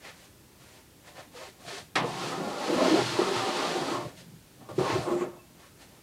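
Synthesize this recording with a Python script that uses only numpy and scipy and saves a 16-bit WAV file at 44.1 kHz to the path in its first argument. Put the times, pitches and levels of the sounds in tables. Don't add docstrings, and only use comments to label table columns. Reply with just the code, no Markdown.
import sys
import numpy as np
from scipy import signal
from scipy.io import wavfile
from scipy.ndimage import uniform_filter1d

SR = 44100
rng = np.random.default_rng(int(sys.argv[2]) if len(sys.argv) > 2 else 0)


def volts_from_db(level):
    exponent = np.asarray(level, float) / 20
    return 10 ** exponent


def persist_wave(psi):
    counts = np.round(np.clip(psi, -1, 1) * 32767).astype(np.int16)
    wavfile.write(sys.argv[1], SR, np.atleast_2d(counts).T)


N = 265482


def rms_one(x):
    return x / np.sqrt(np.mean(x ** 2) + 1e-20)


def at_hz(points, hz):
    table_hz, values = np.transpose(points)
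    return np.interp(np.log(hz), np.log(table_hz), values)


def in_time(rows):
    s, *columns = np.transpose(rows)
    return [np.interp(np.arange(N) / SR, s, column) for column in columns]


def drift(rate_hz):
    r = np.exp(-2 * np.pi * rate_hz / SR)
    run_in = 9000
    smooth = signal.lfilter([1], [1, -2 * r, r * r], rng.standard_normal(N + run_in))
    return rms_one(smooth[run_in:])


def resonate(x, hz, width_hz):
    r = np.exp(-np.pi * width_hz / SR)
    poles = [1, -2 * r * np.cos(2 * np.pi * hz / SR), r * r]
    return signal.lfilter([(1 - r * r) / 2, 0, (r * r - 1) / 2], poles, x + 1e-18)


BAND_EDGES_HZ = 25 * 2 ** (np.arange(57) / 6)


def bands(gain_at):
    white = rng.standard_normal((2, N + SR // 2))
    out = np.zeros(N)
    for k, (low, high) in enumerate(zip(BAND_EDGES_HZ, BAND_EDGES_HZ[1:])):
        band_filter = signal.butter(2, [low, high], "band", fs=SR, output="sos")
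        band = signal.sosfilt(band_filter, white[k % 2])
        out += band[-N:] * gain_at(np.sqrt(low * high))
    return out


def swells(start, hold, db, rise_db_per_s, fall_db_per_s):
    late = np.arange(N, dtype=np.float32) / SR - start[:, None]
    rise = rise_db_per_s * np.minimum(late, 0)
    fall = fall_db_per_s * np.maximum(late - hold[:, None], 0)
    return db[:, None] + rise - fall


def joined(*levels_db):
    return 10 * np.log10(np.sum(volts_from_db(np.vstack(levels_db)) ** 2, axis=0) + 1e-20)


# pitch in Hz, relative level in dB per Hz.
AIR_COLOUR = [(15, -61), (25, -14.5), (91, -6.5), (156, -6.5), (240, -11), (306, -8.5), (497, -16),
              (669, -20.5), (725, -21), (876, -19.5), (1060, -23), (1420, -22.5), (1630, -23.5),
              (15600, -29)]
# pitch in Hz, level in dB.
WHINE_TONES = [(11703, -81)]


def air():
    whine = sum(np.sqrt(2) * volts_from_db(db) * np.sin(2 * np.pi * hz * np.arange(N) / SR)
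                for hz, db in WHINE_TONES)
    noise = rms_one(bands(lambda hz: volts_from_db(at_hz(AIR_COLOUR, hz))))
    return volts_from_db(-56) * noise + whine


# start in seconds (when it is at full level),
# hold in seconds, hiss in dB, weight on the body in dB, catch on the edge in dB.
HAND_BRUSHES = [(0.049, 0.047, -51.5, -51, -49), (0.17, 0.087, -60.5, -63.5, -63),
                (0.612, 0.18, -61, -61.5, -64), (1.077, 0.0078, -53.5, -50.5, -55),
                (1.174, 0.031, -53, -48, -52.5), (1.368, 0.1, -50, -49.5, -52),
                (1.613, 0.028, -59, -55, -61.5), (1.684, 0.1, -43.5, -45, -48),
                (4.09, 0.011, -58, -63, -58.5), (4.18, 0.027, -53.5, -60, -60), (4.898, .02, -49, -45, -39),
                (5.209, 0.011, -67, -47, -46.5), (5.602, 0.066, -62.5, -59.5, -62),
                (5.817, .01, -55.5, -56.5, -58.5), (5.884, .1, -68, -65, -69)]
BRUSH_RISE_DB_PER_S, BRUSH_FALL_DB_PER_S = 387, 243


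def brushes():
    start, hold, hiss_db, weight_db, catch_db = np.transpose(HAND_BRUSHES)
    hiss = swells(start, hold, hiss_db, BRUSH_RISE_DB_PER_S, BRUSH_FALL_DB_PER_S)
    return hiss, hiss + (weight_db - hiss_db)[:, None], hiss + (catch_db - hiss_db)[:, None]


JOLTS_S = [1.9545, 3.186, 4.687, 4.785, 5.207]
# time in seconds, speed as hiss in dB,
# weight on the body in dB, favoured panel pitch in Hz. At a jolt, the jolt sets the time.
PUSH_CURVES = [
    [(0.0, -99, -99, 750), (1.93, -99, -99, 750)],
    [(1.97, -27.5, -30, 790), (2.02, -57, -37.5, 700), (2.07, -45.5, -39, 640), (2.13, -44, -41, 740),
     (2.264, -39, -37.5, 860), (2.42, -48, -37.5, 655), (2.57, -45, -37.5, 770), (2.664, -39, -37, 660),
     (2.704, -39.5, -32, 580), (2.84, -36, -26.5, 610), (2.91, -33.5, -29.5, 633), (2.972, -34, -25, 700),
     (3.03, -35.5, -33.5, 750), (3.08, -34.5, -38, 1000), (3.17, -38, -34.5, 920)],
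    [(3.2, -36, -30, 880), (3.244, -37, -30.5, 880), (3.322, -38, -35, 810), (3.38, -33.5, -32, 985),
     (3.45, -37.5, -34.5, 863), (3.486, -37, -30.5, 835), (3.52, -38.5, -35.5, 774),
     (3.58, -35.5, -32, 930), (3.67, -36.5, -32.5, 770), (3.83, -40.5, -34, 705), (3.94, -40, -32.5, 810),
     (4.0, -47.5, -38, 825), (4.068, -54.5, -45, 630), (4.148, -73, -57, 615), (4.3, -71, -73, 613),
     (4.54, -70, -86, 670), (4.616, -68, -58, 650), (4.67, -71, -59, 620)],
    [(4.7, -57.5, -40.5, 585), (4.745, -62, -48, 590), (4.76, -51, -59, 580)],
    [(4.8, -44.5, -30, 570), (4.83, -43.5, -32.5, 710), (4.91, -38.5, -32, 810), (4.97, -41.5, -34, 672),
     (5.0, -44.5, -38, 650), (5.04, -46.5, -41, 646), (5.074, -52, -34.5, 630), (5.114, -54, -31.5, 640),
     (5.19, -56, -41.5, 700)],
    [(5.22, -58, -34.5, 706), (5.288, -84, -46, 630), (5.42, -94, -64.5, 622), (5.55, -99, -70, 646)],
]


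def pushes(rise_s):
    parts = [np.array(part, float) for part in PUSH_CURVES]
    for before, after, s in zip(parts, parts[1:], JOLTS_S):
        before[-1, 0] = s
        after[0, 0] = s + rise_s
    return in_time(np.concatenate(parts))


# start in seconds (when it is at full level),
# hold in seconds, level in dB, favoured pitch in Hz.
BOOM_HEAVES = [(0.613, .015, -54, 117), (1.657, 0.022, -49, 144), (1.803, 0.026, -56, 147),
               (1.982, 0.099, -36.5, 156), (2.137, 0.24, -43, 158), (2.38, 0.099, -41, 200),
               (2.703, 0.062, -38.5, 200), (2.79, .05, -52, 123), (2.935, 0.2, -40.5, 125),
               (3.198, 0.016, -43, 200), (3.365, 0.047, -42, 117), (3.512, 0.038, -63, 169),
               (3.81, .03, -44.5, 117), (3.93, .06, -43, 118), (4.05, 0.018, -40.5, 120),
               (4.16, 0.24, -50, 157), (4.608, 0.017, -45.5, 171), (4.716, .03, -44, 155),
               (4.786, 0.022, -29.5, 125), (4.936, .06, -31, 123), (5.063, 0.16, -41, 200),
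               (5.245, 0.066, -48.5, 175), (5.46, .08, -58, 165)]


def heaves():
    start, hold, db, hz = np.transpose(BOOM_HEAVES)
    level_db = swells(start, hold, db, rise_db_per_s=700, fall_db_per_s=226)
    return level_db, hz[level_db.argmax(axis=0)]


def grit(per_s, spread_db):
    sizes = volts_from_db(spread_db * np.minimum(rng.exponential(1, N), 5)) * rng.choice([-1, 1], N)
    return sizes * (rng.random(N) < per_s / SR)


def shaken(modes, per_s, patchy_db, near_hz=None, off_db=0):
    force = grit(per_s, spread_db=2.5)
    out, power = 0, 0
    for k, (hz, width, db) in enumerate(modes):
        octaves_off = np.abs(np.log2(hz / near_hz)) if off_db else 0
        gain = volts_from_db(db - off_db * octaves_off)
        patches = volts_from_db(patchy_db * drift(5.7))
        out += (-1) ** k * gain * patches * resonate(force, hz, width)
        power += gain ** 2 * width
    return rms_one(out / np.sqrt(power))


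# pitch in Hz, relative level in dB per Hz.
HISS_COLOUR = [(1470, -35), (2500, -3.5), (3370, -1), (3780, -2), (4330, -1), (5570, -7.5), (7170, -11.5),
               (9950, -19.5), (15500, -43)]


def surface_hiss(top_db):
    def gain(hz):
        tilt_db = (top_db + 9.5) * np.clip(np.log2(hz / 4500), 0, 1.3)
        return volts_from_db(at_hz(HISS_COLOUR, hz) + tilt_db + 0.29 * drift(15.0))
    return rms_one(bands(gain))


# pitch in Hz, width in Hz, relative level in dB.
EDGE_MODES = [(1530, 330, -1.5), (1788, 42, 7), (1940, 57, 1.5), (2113, 67, 3), (2318, 215, -2.5),
              (2615, 71, 0), (2864, 150, -7)]


def edge():
    return shaken(EDGE_MODES, per_s=6000, patchy_db=0.0)


# pitch in Hz, width in Hz, relative level in dB.
PANEL_MODES = [(482.7, 36, -3), (534, 27, -2.5), (590, 27, -2), (620.4, 35, -3), (702, 21, -5.5),
               (767.6, 11.4, -2.5), (823, 26, -6.5), (906.5, 35.5, -3.5), (970, 91, -12.5),
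               (1000.5, 11.6, -2), (1091, 40, -2), (1191, 9.8, 0), (1267, 57, -5), (1415, 44, -4),
               (1432, 34, -6)]


def panels(near_hz):
    return shaken(PANEL_MODES, per_s=4000, patchy_db=3.0, near_hz=near_hz, off_db=9.5)


# pitch in Hz, width in Hz, relative level in dB.
HOLLOW_MODES = [(279, 27.6, -6.5), (321.2, 6.2, -6), (353, 4.9, -1), (385, 16.6, -6), (417, 74, -10)]


def hollow(near_hz):
    return shaken(HOLLOW_MODES, per_s=2000, patchy_db=-0.34, near_hz=near_hz, off_db=9.0)


# pitch in Hz, width in Hz, relative level in dB.
BOOM_MODES = [(108.2, 13, -2.5), (121.3, 32.7, 0), (152.3, 10.2, -1.5), (156.8, 9.2, 0), (200, 53, -4.5)]


def boom(near_hz):
    low = shaken(BOOM_MODES, per_s=1000, patchy_db=1.0, near_hz=near_hz, off_db=21.5)
    return signal.sosfilt(signal.butter(4, 92, "high", fs=SR, output="sos"), low)


def rubbing():
    even_db = -35
    push_db, load_db, push_hz = pushes(rise_s=0.0023)
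    brush_db, touch_db, catch_db = brushes()
    heave_db, heave_hz = heaves()

    hiss_db = joined(push_db, brush_db)
    panel_db = joined(load_db, touch_db)
    speed, weight = hiss_db - even_db, panel_db - even_db
    by_hand = 1 - volts_from_db(load_db - panel_db) ** 2
    panel_hz = np.where(load_db > touch_db.max(axis=0), push_hz, 700)

    edge_db = joined(-40 - even_db + push_db + 0.23 * (load_db - push_db), catch_db)
    catching_db = np.maximum(edge_db - hiss_db + 4, 0)
    top_db = np.minimum(-8.5 - 0.36 * speed - 0.5 * catching_db, 0)

    hollow_db = -38 - 4 * by_hand + 1.04 * weight
    bump_hz = in_time(BODY_BUMPS)[1]
    hollow_hz = 350 * (bump_hz / 350) ** 0.67

    steady_db = -50.5 + 1.38 * (load_db - even_db)
    boom_db = joined(steady_db, heave_db)
    boom_hz = np.where(steady_db > heave_db.max(axis=0), 200, heave_hz)
    boom_hz = uniform_filter1d(boom_hz, size=1500)

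    judder = drift(20.0)
    out = volts_from_db(hiss_db + 0.38 * judder) * surface_hiss(top_db)
    out += volts_from_db(edge_db + 0.17 * judder) * edge()
    out += volts_from_db(panel_db + 0.3 * judder) * panels(panel_hz)
    out += volts_from_db(hollow_db + 0.2 * judder) * hollow(hollow_hz)
    return out + volts_from_db(boom_db) * boom(boom_hz)


# start in seconds, strength in dB (the shudder peaks 7 dB lower),
# shudder pitch in Hz, swell time in seconds (never played shorter than 0.002).
BODY_BUMPS = [(1.345, -45, 488, 0.016), (1.47, -44.5, 387, 0.0061), (1.721, -39, 387, 0.012),
              (1.759, -44, 426, 0.01), (2.041, -24, 477, 0.0061), (2.377, -27, 370, 0.004),
              (2.398, -29.5, 376, 0.007), (2.695, -20.5, 313, 0.0066), (2.722, -21, 336, 0.0079),
              (2.761, -15, 252, 0.0023), (2.788, -38, 275, 0.0042), (2.819, -15, 268, 0.0021),
              (2.848, -17, 275, 0.0057), (2.88, -14, 376, 0.0031), (2.907, -12.5, 317.5, 0.01),
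              (2.939, -12, 348, 0.0046), (2.969, -20.5, 410, 0.0075), (2.989, -16, 340, 0.0025),
              (3.019, -23, 364, 0.0017), (3.189, -14.5, 357, 0.0055), (3.217, -15.5, 376, 0.0023),
              (3.267, -27, 392, 0.0095), (3.308, -24.5, 392, 0.0067), (3.748, -25, 364, 0.011),
              (3.818, -28, 353, 0.0062), (3.913, -22, 341, 0.0074), (4.62, -43, 247, 0.0085),
              (4.692, -47, 308, 0.0065), (4.78, -15.5, 363, 0.005), (4.808, -14.5, 368, 0.0044),
              (4.843, -30, 373, 0.0042), (4.9, -20.5, 378, 0.0024), (4.951, -23, 374, 0.0089),
              (5.065, -25, 348.6, 0.018), (5.088, -22.5, 354, 0.0088), (5.109, -21.5, 353, 0.012),
              (5.129, -31, 360, 0.013), (5.158, -29, 357, 0.009), (5.214, -24.5, 366.5, 0.0085),
              (5.246, -32.5, 385, 0.0073), (5.285, -38, 358, 0.009)]


def bumps():
    shudder = np.zeros(N)
    phases = rng.random(len(BODY_BUMPS))
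    age = np.arange(int(.08 * SR)) / SR
    for (s, strength_db, hz, swell_s), phase in zip(BODY_BUMPS, phases):
        x = age / max(swell_s, .002)
        swell = x * np.exp(1 - x)
        start = int(s * SR)
        tone = np.sin(2 * np.pi * (hz * age + phase))
        shudder[start:start + len(age)] += volts_from_db(strength_db - 7.0) * swell * tone
    ring = sum(volts_from_db(db) * resonate(shudder, hz, width) for hz, width, db in HOLLOW_MODES + PANEL_MODES)
    return shudder + volts_from_db(4.0) * ring


# pitch in Hz, relative level in dB per Hz.
KNOCK_COLOUR = [(47, -54), (80, -30), (252, -1), (374, -10.5), (1100, -2), (1600, -7), (2040, -4),
                (2430, -7.5), (11400, -33), (14500, -54), (15500, -78)]
# pitch in Hz, time to fall by 60 dB in seconds.
KNOCK_DECAY = [(100, .2), (250, 0.53), (600, 0.59), (1500, 0.25), (4000, 0.3), (10000, 0.032)]


def knock():
    age = np.maximum(np.arange(N) / SR - JOLTS_S[0], 0)
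    loudness = np.sqrt(sum(volts_from_db(at_hz(KNOCK_COLOUR, hz)) ** 2 * hz * .23 / SR for hz in BAND_EDGES_HZ))

    def envelope(hz):
        crack = (age > 0) * np.clip(0.17 * np.log2(hz / 700), 0, 1)
        rise = np.minimum(crack + age * hz / 10, 1)
        return rise * volts_from_db(at_hz(KNOCK_COLOUR, hz) - 60 * age / at_hz(KNOCK_DECAY, hz))
    return volts_from_db(-21) / loudness * bands(envelope)


# time in seconds, centre pitch in Hz,
# level in dB of the noise before the carrier tone, which takes 3 dB off.
WHISK_GLIDE = [(4.97, 9200, -82), (5.03, 8800, -54), (5.10, 7770, -55.5), (5.18, 7400, -53.5),
               (5.23, 7030, -50.5), (5.26, 7100, -66), (5.31, 7070, -77)]


def whisk():
    hz, db = in_time(WHISK_GLIDE)
    lowpass = signal.butter(2, 800, fs=SR, output="sos")
    spread = rms_one(signal.sosfilt(lowpass, rng.standard_normal(N)))
    return volts_from_db(db) * spread * np.sin(2 * np.pi * np.cumsum(hz) / SR)


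def squeak():
    hz, width_hz = 2630, 55
    tone = resonate(resonate(rng.standard_normal(N), hz, width_hz), hz, width_hz)
    start, hold, db = np.array([5.4]), np.array([.025]), np.array([-65])   # s, s, dB
    level_db = swells(start, hold, db, BRUSH_RISE_DB_PER_S, BRUSH_FALL_DB_PER_S)[0]
    return volts_from_db(level_db) * rms_one(tone)


def scene():
    return (air() + rubbing() + bumps() + knock() + whisk() + squeak())[None]


def roll_off(x):
    return signal.sosfilt(signal.butter(12, 15800, fs=SR, output="sos"), x)


def record(dry):
    heard = signal.sosfilt(signal.butter(3, 40, "high", fs=SR, output="sos"), dry)
    heard = signal.sosfilt(signal.butter(2, 15500, fs=SR, output="sos"), heard)
    return roll_off(heard)


dry = scene()
out = record(dry)
persist_wave(out)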